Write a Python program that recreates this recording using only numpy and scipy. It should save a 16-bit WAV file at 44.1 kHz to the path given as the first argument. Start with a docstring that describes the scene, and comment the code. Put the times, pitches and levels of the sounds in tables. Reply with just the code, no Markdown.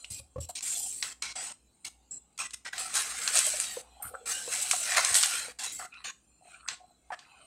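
"""A pot of water simmers; plops and bumps of a plastic spoon are heard, and short sizzles flare, sag and break off.
From 0.6 s the first of three longer boils sizzles, with clicks of spoon and dry spaghetti from then on.
The later two, near 2.8 s and 4.3 s, surge, with gurgles and brittle ticks; from 5.9 s the spoon also scrapes.
Sizzle is random bursts shaped by filters, bubbles are fading tones, clicks are short noise; steam that escapes
alone whistles. The hollow of the pot colours sizzle and clicks, and a small kitchen answers softly."""
import sys
import numpy as np
from scipy import signal
from scipy.fft import rfft, irfft, next_fast_len
from scipy.io import wavfile
from scipy.ndimage import uniform_filter1d

SR = 44100
rng = np.random.default_rng(int(sys.argv[2]) if len(sys.argv) > 2 else 0)


def dump_mix(stems):
    """Bounce the given channels to the path in sys.argv[1] as a 16-bit WAV at rate SR."""
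    frames = np.atleast_2d(stems).T  # one column per channel
    limited = np.clip(frames, -1, 1)  # hard clip at full scale
    pcm = np.round(limited * 32767).astype(np.int16)
    wavfile.write(sys.argv[1], SR, pcm)


N = 328986
TOP_HZ = 15800  # nothing is kept above this

# borders between spatter, hiss, steam and fizz, the sizzle's grain sizes from coarse to fine: [f/Hz]
GRAIN_EDGES = [860, 2400, 6800, 9800, 15800]
# spectrum of low noise: [f/Hz, relative level/dB]
LOW_SPECTRUM = [(30, -13.5), (60, -5), (250, -2.5), (500, -11), (4000, -34.5)]
# spectrum of a hard, dry contact: [f/Hz, relative level/dB]
SNAP_SPECTRUM = [(300, -14.5), (1300, 8.5), (4000, 11.5), (8000, 13.5), (10500, 2.5), (15800, -20.5)]


def sizzle(gains, on):
    """Water flashes to steam in tiny bursts; gurgles follow the spatter, low noise comes and goes with the sizzle."""
    # spectrum of the bursts: [f/Hz, relative level/dB]
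    sizzle_spectrum = [(1000, -2.5), (1350, 11), (3300, 7), (6300, 9.5), (7500, 11), (8700, 17), (10000, 2),
                       (12500, -4.5), (15800, -11.5)]
    # share of the surrounding half second that sizzles
    sustained = np.abs(uniform_filter1d(on, SR // 2))

    # a weak flare comes from a few spots, each with its own colour; a strong one is dense and even
    strength = gains.sum(axis=0) / amp(-19.5)
    even = np.clip(strength ** 2 + 0.68 * sustained ** 2, 0, 1)
    spots = unit(patchy(crackle(rate=7000, spread_db=7), depth_db=6.5, size=(5, 10)))
    dense = unit(patchy(crackle(rate=5500, spread_db=10), depth_db=3.8, size=(6, 4)))
    bursts = np.sqrt(even) * dense + np.sqrt(1 - even) * spots

    # the bursts come in clusters a few milliseconds long
    clusters = amp(1.3 * wobble(hz=90))
    bursts = hollow(coloured(bursts * clusters, sizzle_spectrum))
    spatter, hiss, steam, fizz = [unit(band(bursts, lo, hi)) for lo, hi in zip(GRAIN_EDGES, GRAIN_EDGES[1:])]
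    # a long boil leaves less of the steam to whistle
    share = whistle_share(gains) * (1 - sustained ** 2 / 2)
    grains = np.sum(gains * [spatter, hiss, narrowed(steam, share), fizz], axis=0)

    clumps = patchy(bubbling(rate=130, mid_hz=800, spread=.8, cycles=32), depth_db=4, size=(5, 7))
    # the gurgle follows the spatter; a long boil gurgles more
    gurgle_gain = amp(-12.5) * sustained ** 0.32 * np.abs(gains[0]) ** 0.98
    gurgle = gurgle_gain * unit(hollow(clumps))
    low_noise = amp(-65.0) * on * unit(coloured(rng.standard_normal(N), LOW_SPECTRUM))
    return grains + ticks(gains, sustained) + gurgle + low_noise


def flare_gains():
    """Strength of each grain size, and where the sizzle is heard; its sound starts and stops abruptly."""
    # short flares: [start t/s, end t/s, spatter level/dB, hiss level/dB, steam level/dB, fizz level/dB]
    flares = [ (0.103, 0.203, -71.5, -49.5, -45.5, -48.5), (0.404, 0.458, -77, -52.5, -46.5, -53.5),
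              (0.489, 0.513, -79, -51, -42, -49), (0.553, 0.595, -66, -41.5, -50, -55),
              (1.03, 1.131, -51, -50, -44.5, -52.5), (1.222, 1.328, -49, -43, -55, -72),
              (1.355, 1.525, -48.5, -47.5, -43, -71), (1.847, 1.885, -51, -41.5, -46, -51),
              (2.111, 2.185, -75, -74, -41.5, -82.5), (2.389, 2.471, -46, -41.5, -50, -55.5),
              (2.535, 2.548, -52, -41, -42.5, -53), (2.65, 2.691, -48, -44.5, -61, -75),
              (2.728, 2.793, -51, -45.5, -58.5, -58), (4.024, 4.1, -57, -65.5, -53.5, -41.5),
              (5.589, 5.74, -53.5, -44.5, -48, -58), (5.722, 5.82, -65.5, -54, -43, -50),
              (5.794, 5.863, -51.5, -52.5, -49, -56), (6.043, 6.109, -43.5, -41, -70, -59),
              (6.677, 6.746, -49, -53, -48, -64), (7.12, 7.147, -40, -53.5, -58.5, -72)]
    # how far each grain size would die down in an endless flare: [drop/dB]
    sag_drops = [20, 9.3, 20, 35]
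    half_sag_s = 0.14  # half of that drop is reached after this time
    # the three long boils, each a list of points: [t/s, level/dB, coarseness/dB]
    boils = [
        [(.625, -31, -18), (.71, -32, -11.5), (.85, -30, -35.5), (1.03, -38, -30)],
        [(2.78, -33.5, -0.5), (2.9, -50, 10), (3.3, -36, 2), (3.65, -38.5, -1.5), (3.815, -46, 0)],
        [(4.258, -38, 0.5), (4.44, -41.5, -1.5), (4.55, -40, 4), (4.8, -33, -6.5), (4.92, -38.5, 12.5),
         (5.36, -34.5, 3), (5.523, -54.5, 10.5)],
    ]
    # brief surges of the sizzle: [t/s, level/dB, coarseness/dB, fade/s]
    surges = [(1.44, -36.5, -28, 0.05), (2.969, -29.5, 4, 0.068), (3.368, -27.5, 4, 0.048),
              (3.466, -27.5, -9.5, 0.067), (4.312, -30.5, -6.5, 0.042), (4.537, -32, -2, 0.038),
              (4.63, -26, -25, 0.013), (4.986, -30.5, 15, 0.021), (5.169, -19, -8, 0.034),
              (5.248, -27, -8.5, 0.011), (5.65, -38, 3, 0.035)]
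    surge_rise_s = 0.027

    t = np.arange(N) / SR
    power, on = np.zeros((4, N)), np.zeros(N)
    for start, end, *levels in flares:
        i = np.arange(round(start * SR), round(end * SR))
        age = (i - i[0]) / SR
        for grain, (db, sag) in enumerate(zip(levels, sag_drops)):
            sagging = unit(amp(-sag * age / (age + half_sag_s)))
            power[grain, i] = (amp(db) * sagging) ** 2
        on[i] = 1
    for rows in boils:
        i = np.arange(round(rows[0][0] * SR), round(rows[-1][0] * SR))
        power[:, i] = grain_levels(*curves(rows)[:, i]) ** 2
        on[i] = 1
    for s, db, coarse_db, fade in surges:
        shape = np.exp(-np.where(t < s, ((t - s) / surge_rise_s) ** 2, (t - s) / fade))
        power += np.outer(grain_levels(db, coarse_db) ** 2, on * shape ** 2)
    width = round(.005 * SR)  # 5 ms of smoothing softens the starts and stops
    return uniform_filter1d(np.sqrt(power), width), uniform_filter1d(on, width)


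def grain_levels(db, coarse_db):
    """Gains of spatter, hiss, steam and fizz in a boil of this level and coarseness."""
    # each grain size relative to the level of the boil: [level/dB]
    grain_offsets = [-11, -5.5, -3, -10.5]
    # what each grain size gains per dB of coarseness: [slope/(dB per dB)]
    coarse_slopes = [1, 0.48, 0.13, 0.22]
    return amp([db + base + slope * coarse_db for base, slope in zip(grain_offsets, coarse_slopes)])


def whistle_share(gains):
    """Steam whistles when it escapes alone: 1 where it outweighs hiss and fizz by 0.5 dB, otherwise 0."""
    _, hiss, steam, fizz = np.abs(gains) + 1e-9
    lead_db = 20 * np.log10(steam / np.hypot(hiss, fizz))
    return (lead_db > 0.5).astype(float)


def narrowed(steam, share):
    """Part of the rushing steam gathers into a breathy whistle whose pitch wanders slowly."""
    # pitch of the whistling steam: [t/s, f/Hz]
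    steam_pitch = [(.8, 7620), (1.47, 8090), (2.15, 7745)]
    pitch_hz = curves(steam_pitch)[0] + 107 * wobble(hz=4.6)  # wanders by 107 Hz rms
    return np.sqrt(1 - share) * steam + np.sqrt(share) * whistle(pitch_hz, width_hz=320)


def ticks(gains, sustained):
    """Brittle ticks, strongest in the long boils: many faint, a few sharp."""
    snaps = patchy(crackle(rate=520, spread_db=13), depth_db=5, size=(9, 2))
    snaps = snaps * amp(3.5 * wobble(hz=20))
    snaps = unit(band(hollow(coloured(snaps, SNAP_SPECTRUM)), GRAIN_EDGES[1], TOP_HZ, order=3))
    return amp(-2.5) * sustained * gains[1] * snaps  # they follow the hiss


def clicks(t60=0.0085, lead_t60=.006, tail_db=-15, tail_t60=0.21, top_hz=7500):
    """A brief catch, a sharp crack, then a short scatter between the pot's walls; dull contacts lose their top."""
    # spoon and pasta clicks and spits of water, before the hollow rings: [t/s, peak level/dB, dullness/dB]
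    contacts = [(0.608, -28, -1.5), (1.0269, -15, 7), (1.2242, -17.5, -1.5), (2.379, -30, -5),
                (2.508, -32.5, -2), (2.7806, -22, 9), (3.277, -12.5, -0.5), (3.39, -9, -12.5),
                (3.467, -14, -25), (3.601, -12.5, -9.5), (4.713, -7.5, -5), (5.0489, -10, -5),
                (5.144, -8, -8.5), (5.1538, -9, -7.5), (5.229, -12, -5.5), (5.2352, -8.5, 7.5),
                (5.2597, -15, -14.5), (5.942, -43.5, 30), (6.687, -18, 9), (7.192, -38, 8)]
    out, t = np.zeros(N), np.arange(-SR // 64, SR // 8) / SR
    catch_and_crack = amp(-60 * np.abs(t) / np.where(t < 0, lead_t60, t60))
    scatter = (t > 0) * amp(tail_db - 60 * t / tail_t60)
    for s, db, dull_db in contacts:
        crack = coloured(rng.standard_normal(len(t)) * (catch_and_crack + scatter), SNAP_SPECTRUM)
        # the two soft edges may cross, which leaves only a weak treble
        bright = band(crack, 9500, top_hz * amp(-.2 * dull_db), order=4)
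        dull = amp(dull_db - 9.0) * band(crack, 900, 4700, order=3)
        crack = bright + dull
        add(out, s + t[0], amp(db) * crack / np.abs(crack).max())
    return hollow(out)


def scrapes(width_hz=420):
    """The spoon slides on the pasta, sticking and slipping in uneven fits; each slip rings its short resonances."""
    # slides of the spoon: [start t/s, length/s, level/dB]
    slides = [(5.91, .13, -52), (6.437, 0.19, -59), (7.161, 0.288, -61.5)]
    # resonances of the spoon: [f/Hz, level of each/dB]
    spoon_modes = [(1330, 3), (2500, 3), (4050, -2.5)]
    slips = patchy(crackle(rate=900, spread_db=8), depth_db=6, size=(7, 3))
    slips = slips * amp(3 * wobble(hz=25))
    rasp = filtered(slips, lambda f: sum(amp(db) * resonance(f, hz, width_hz) ** 2 for hz, db in spoon_modes))
    rasp = unit(band(rasp, 700, 5500, order=3))
    t, gain = np.arange(N) / SR, np.zeros(N)
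    for s, length, db in slides:
        gain += amp(db) * np.clip(np.minimum(t - s, s + length - t) / .015, 0, 1)  # 15 ms ramps
    return rasp * gain


def plops_and_taps(cycles=28, rough=0.45, splash_db=-6, splash_t60=0.053):
    """Plops and light spoon taps, each with a short ring, a splutter at its own pitch and a brighter splash."""
    # plops and taps; ring, splutter and splash are set relative to the level: [t/s, level/dB, f/Hz]
    short_rings = [(0.045, -31.5, 2700), (0.494, -36, 683), (2.662, -29, 1550), (2.731, -29.5, 1570),
                   (3.468, -39, 612), (3.537, -39, 606), (3.769, -34, 496), (4.138, -37, 522),
                   (4.477, -36.5, 502), (4.732, -28.5, 1294), (4.736, -30.5, 716), (5.482, -39.5, 486),
                   (7.104, -34, 840), (7.119, -32, 726)]
    out, t = np.zeros(N), np.arange(SR // 10) / SR
    for s, db, hz in short_rings:
        ring = bubble(hz, cycles, rise=0.048)
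        fading_noise = rng.standard_normal(len(t)) * amp(-60 * t * hz / cycles)
        splutter = signal.fftconvolve(bubble(hz, cycles / 2, rise=0), fading_noise)
        splash = band(rng.standard_normal(len(t)) * amp(-60 * t / splash_t60), hz, 2 * hz, order=4)
        add(out, s, amp(db + 4.5) * ring)
        add(out, s, amp(db + 3.0) * rough * splutter / np.abs(splutter).max())
        add(out, s, amp(db + splash_db) * splash / np.abs(splash).max())
    return out


def gurgles(rate=120, cycles=28, scatter=0.14):
    """A pocket of steam works its way up as a chain of bubbles, alike within scatter octaves."""
    # chains of bubbles: [start t/s, length/s, level/dB, f/Hz]
    chains = [(0.725, 0.15, -58.5, 747), (1.356, 0.042, -51, 805), (3.343, .06, -45, 625),
              (3.968, 0.11, -55, 758), (4.014, .085, -50, 1310), (4.08, 0.42, -60.5, 505),
              (4.14, .018, -40, 1295), (4.954, 0.061, -37, 1086), (5.792, 0.078, -46.5, 1290),
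              (5.795, 0.072, -50, 775), (6.409, 0.094, -61.5, 727), (6.627, 0.045, -53.5, 1285),
              (6.8, 0.13, -61.5, 746), (7.115, 0.028, -46, 1286)]
    out = np.zeros(N)
    for s, length, db, hz in chains:
        chain, count = np.zeros(SR), int(length * rate) + 1
        for k, (late, pitch, size) in enumerate(rng.uniform(-1, 1, size=(count, 3))):
            when = length * (k + late / 2) / count
            add(chain, when, amp(11 * size) * bubble(hz * 2 ** (scatter * pitch), cycles, rise=0))
        # unit() counts the whole second, so a short chain is scaled by its length
        add(out, s, amp(db) * np.sqrt(length) * unit(chain))
    return out


def knocks(detune=0.051):
    """The pot thuds on its burner, seated a little differently each time; a harder bump also rings its wall."""
    # bumps of the spoon on the pot: [t/s, level/dB, extra ring above 300 Hz/dB]
    bumps = [(0.108, -50.5, -17), (.195, -53.5, 0), (.359, -42.5, 10), (0.381, -36.5, -1),
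             (4.051, -53.5, -11), (5.11, -53, -6)]
    # tones of the pot on its burner, before detuning: [f/Hz, relative level/dB, time to fade by 60 dB/s]
    body_modes = [(81, 2, 0.3), (109, 10, 0.088), (177, -2.5, 0.12), (523, 6, 0.075), (1105, 1, 0.032)]
    out, t = np.zeros(N), np.arange(SR // 3) / SR
    for s, db, ring_db in bumps:
        modes = np.zeros(len(t))
        for hz, level, t60 in body_modes:
            pitch = hz * (1 + detune * rng.standard_normal())
            modes += amp(level + ring_db * (hz > 300) - 60 * t / t60) * np.sin(2 * np.pi * pitch * t)
        scuff = amp(1 - 60 * t / 0.047) * unit(coloured(rng.standard_normal(len(t)), LOW_SPECTRUM))
        soft_start = 1 - np.exp(-t / 0.0038)
        add(out, s, amp(db) * (modes + scuff) * soft_start)
    return band(out, 38, 8000, order=3)


def simmer(gains):
    """Small bubbles murmur and the hot base sings, over low noise and a low hum that wavers."""
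    # spectrum of the murmuring bubbles: [f/Hz, relative level/dB]
    murmur_spectrum = [(300, -25.5), (560, -12), (740, 4.5), (1000, -9), (1350, -5), (1900, -21),
                       (2600, -3.5), (4500, -18.5), (9000, -55.5)]
    # spectrum of the singing base: [f/Hz, relative level/dB]
    singing_spectrum = [(3750, -13.5), (4020, 13), (4350, -5), (6400, -3), (7500, 13), (9300, 6),
                        (10100, -10.5)]
    bubbling_gain, singing_gain = simmer_gains(gains)
    water = patchy(rng.standard_normal(N), depth_db=5.5, size=(5, 11))
    murmur = bubbling_gain * unit(coloured(water, murmur_spectrum))
    base = band(patchy(rng.standard_normal(N), depth_db=8, size=(4, 11)), 1800, 11000, order=4)
    singing = singing_gain * unit(coloured(base, singing_spectrum))
    hum = amp(-72) * whistle(np.full(N, 60), width_hz=5)
    low_noise = amp(-74.0) * unit(coloured(rng.standard_normal(N), LOW_SPECTRUM))
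    return murmur + singing + hum + low_noise


def simmer_gains(gains, bubbling_db=-77, singing_db=-70, calm_s=0.0041):
    """Strength of bubbling and singing: at rest, stirred by spatter and steam, and swelling now and then."""
    # the stir of bubbling by spatter, and of singing by steam, relative to these: [level/dB]
    stir_levels = [-5.5, -17]
    # swells of the quiet boil: [t/s, half width/s, bubbling level/dB, singing level/dB]
    swells = [(.03, 0.096, -68.5, -55), (4.18, 0.48, -63, -63), (6.52, 0.051, -64, -56.5),
              (7.42, 0.18, -62.5, -67.5)]
    t, keep = np.arange(N) / SR, np.exp(-1 / (calm_s * SR))
    # the stir settles within milliseconds
    stir = amp(stir_levels)[:, None] * signal.lfilter([1 - keep], [1, -keep], gains[::2])
    power = amp([[bubbling_db], [singing_db]]) ** 2 + stir ** 2
    for s, width, *levels in swells:
        power += np.outer(amp(levels) ** 2, np.exp(-((t - s) / width) ** 2))
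    return np.sqrt(power)


def kitchen(x, t60=0.24):
    """The short answer of the cupboards and walls, as noise that fades by 60 dB in t60 seconds."""
    t = np.arange(SR // 3) / SR
    tail = rng.standard_normal(len(t)) * amp(-60 * t / t60)
    return signal.fftconvolve(x, tail / np.linalg.norm(tail))[:N]


def hollow(x):
    """The direct sound and the ringing of the pot."""
    # air and wall of the pot: [f/Hz, width/Hz, level/dB]
    pot_modes = [(780, 28, 0.5), (1074, 5, 9.5), (2730, 11, -1.5), (4083, 90, 1)]
    return filtered(x, lambda f: 1 + sum(amp(db) * resonance(f, hz, width) for hz, width, db in pot_modes))


def resonance(f, hz, width_hz):
    """Response of one resonance: 1 at its pitch hz, less on either side."""
    return 1j * f * width_hz / (hz * hz - f * f + 1j * f * width_hz)


def bubble(hz, cycles, rise):
    """A bubble-like tone that fades by 60 dB over some cycles, while its pitch may rise."""
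    t = np.arange(int(SR * cycles / hz) + 2) / SR
    age = t * hz / cycles
    soft_start = 1 - np.exp(-t * hz)
    return np.sin(2 * np.pi * hz * t * (1 + rise * age)) * amp(-60 * age) * soft_start


def bubbling(rate, mid_hz, spread, cycles, rise=0.12):
    """A stream of bubbles, rate a second, of random size and of random pitch within spread octaves of mid_hz."""
    out = np.zeros(N)
    for when, pitch, size in rng.random((int(rate * N / SR), 3)):
        hz = mid_hz * 2 ** (spread * (2 * pitch - 1))
        add(out, when * N / SR, amp(16 * size) * bubble(hz, cycles, rise))
    return unit(out)


def crackle(rate, spread_db):
    """Single-sample bursts at random, about rate a second, their sizes spread up to spread_db either way."""
    hits = rng.random(N) < rate / SR
    return unit(hits * rng.choice([-1, 1], N) * amp(spread_db * rng.uniform(-0.88, 1, N)))


def whistle(pitch_hz, width_hz):
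    """A breathy, wavering line of sound: a tone whose strength follows slow noise."""
    waver = filtered(rng.standard_normal(N), lambda hz: 1 / (1 + (hz / width_hz) ** 4))
    return unit(waver * np.sin(2 * np.pi * np.cumsum(pitch_hz) / SR))


def patchy(x, depth_db, size):
    """Colour that drifts at random, in patches of size (frequency bins, time frames)."""
    z = signal.stft(x, nperseg=2 ** 10)[2]
    field = rng.standard_normal(z.shape)
    for axis, width in enumerate(size):
        field = uniform_filter1d(field, width, axis)
    return signal.istft(z * amp(depth_db * unit(field)))[1][:N]


def wobble(hz):
    """A smooth random curve that moves up to about hz times a second."""
    return unit(filtered(rng.standard_normal(N), lambda f: np.exp(-(f / hz) ** 2)))


def coloured(x, points):
    """x through a spectrum of (Hz, dB) points."""
    f, db = np.transpose(points)
    return filtered(x, lambda hz: amp(np.interp(np.log(hz + 1), np.log(f), db)))


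def band(x, lo, hi, order=10):
    """The part of x between two soft edges in Hz."""
    def edges(hz):
        low_edge = 1 + (lo / (hz + 1)) ** (2 * order)
        high_edge = 1 + (hz / hi) ** (2 * order)
        return (low_edge * high_edge) ** -.5
    return filtered(x, edges)


def filtered(x, response):
    """x with each frequency scaled by a response."""
    m = next_fast_len(len(x) + 8192)  # spare room for the ringing
    return irfft(rfft(x, m) * response(np.fft.rfftfreq(m, 1 / SR)), m)[:len(x)]


def curves(rows):
    """One value per sample for each column after the time."""
    s, *cols = np.transpose(rows)
    return np.array([np.interp(np.arange(N) / SR, s, c) for c in cols])


def add(track, s, sound):
    """Mix a sound in at time s."""
    part = track[max(round(s * SR), 0):][:len(sound)]
    part += sound[:len(part)]


def amp(db):
    """Decibels to gain."""
    return 10 ** (np.asarray(db) / 20)


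def unit(x):
    """x scaled to an rms of 1."""
    return x / np.sqrt(np.mean(x ** 2) + 1e-20)


def scene():
    """Sizzle, clicks, scrapes, plops, taps, gurgles and knocks with the kitchen's answer, over the quiet boil."""
    gains, on = flare_gains()
    pot = sizzle(gains, on) + clicks() + scrapes() + plops_and_taps() + gurgles() + knocks()
    return (pot + amp(-11.5) * kitchen(pot) + simmer(gains))[None]


def record(dry):
    """Nothing is kept above the band limit."""
    return filtered(dry[0], lambda hz: hz < TOP_HZ)[None]


dry = scene()
out = record(dry)
dump_mix(out)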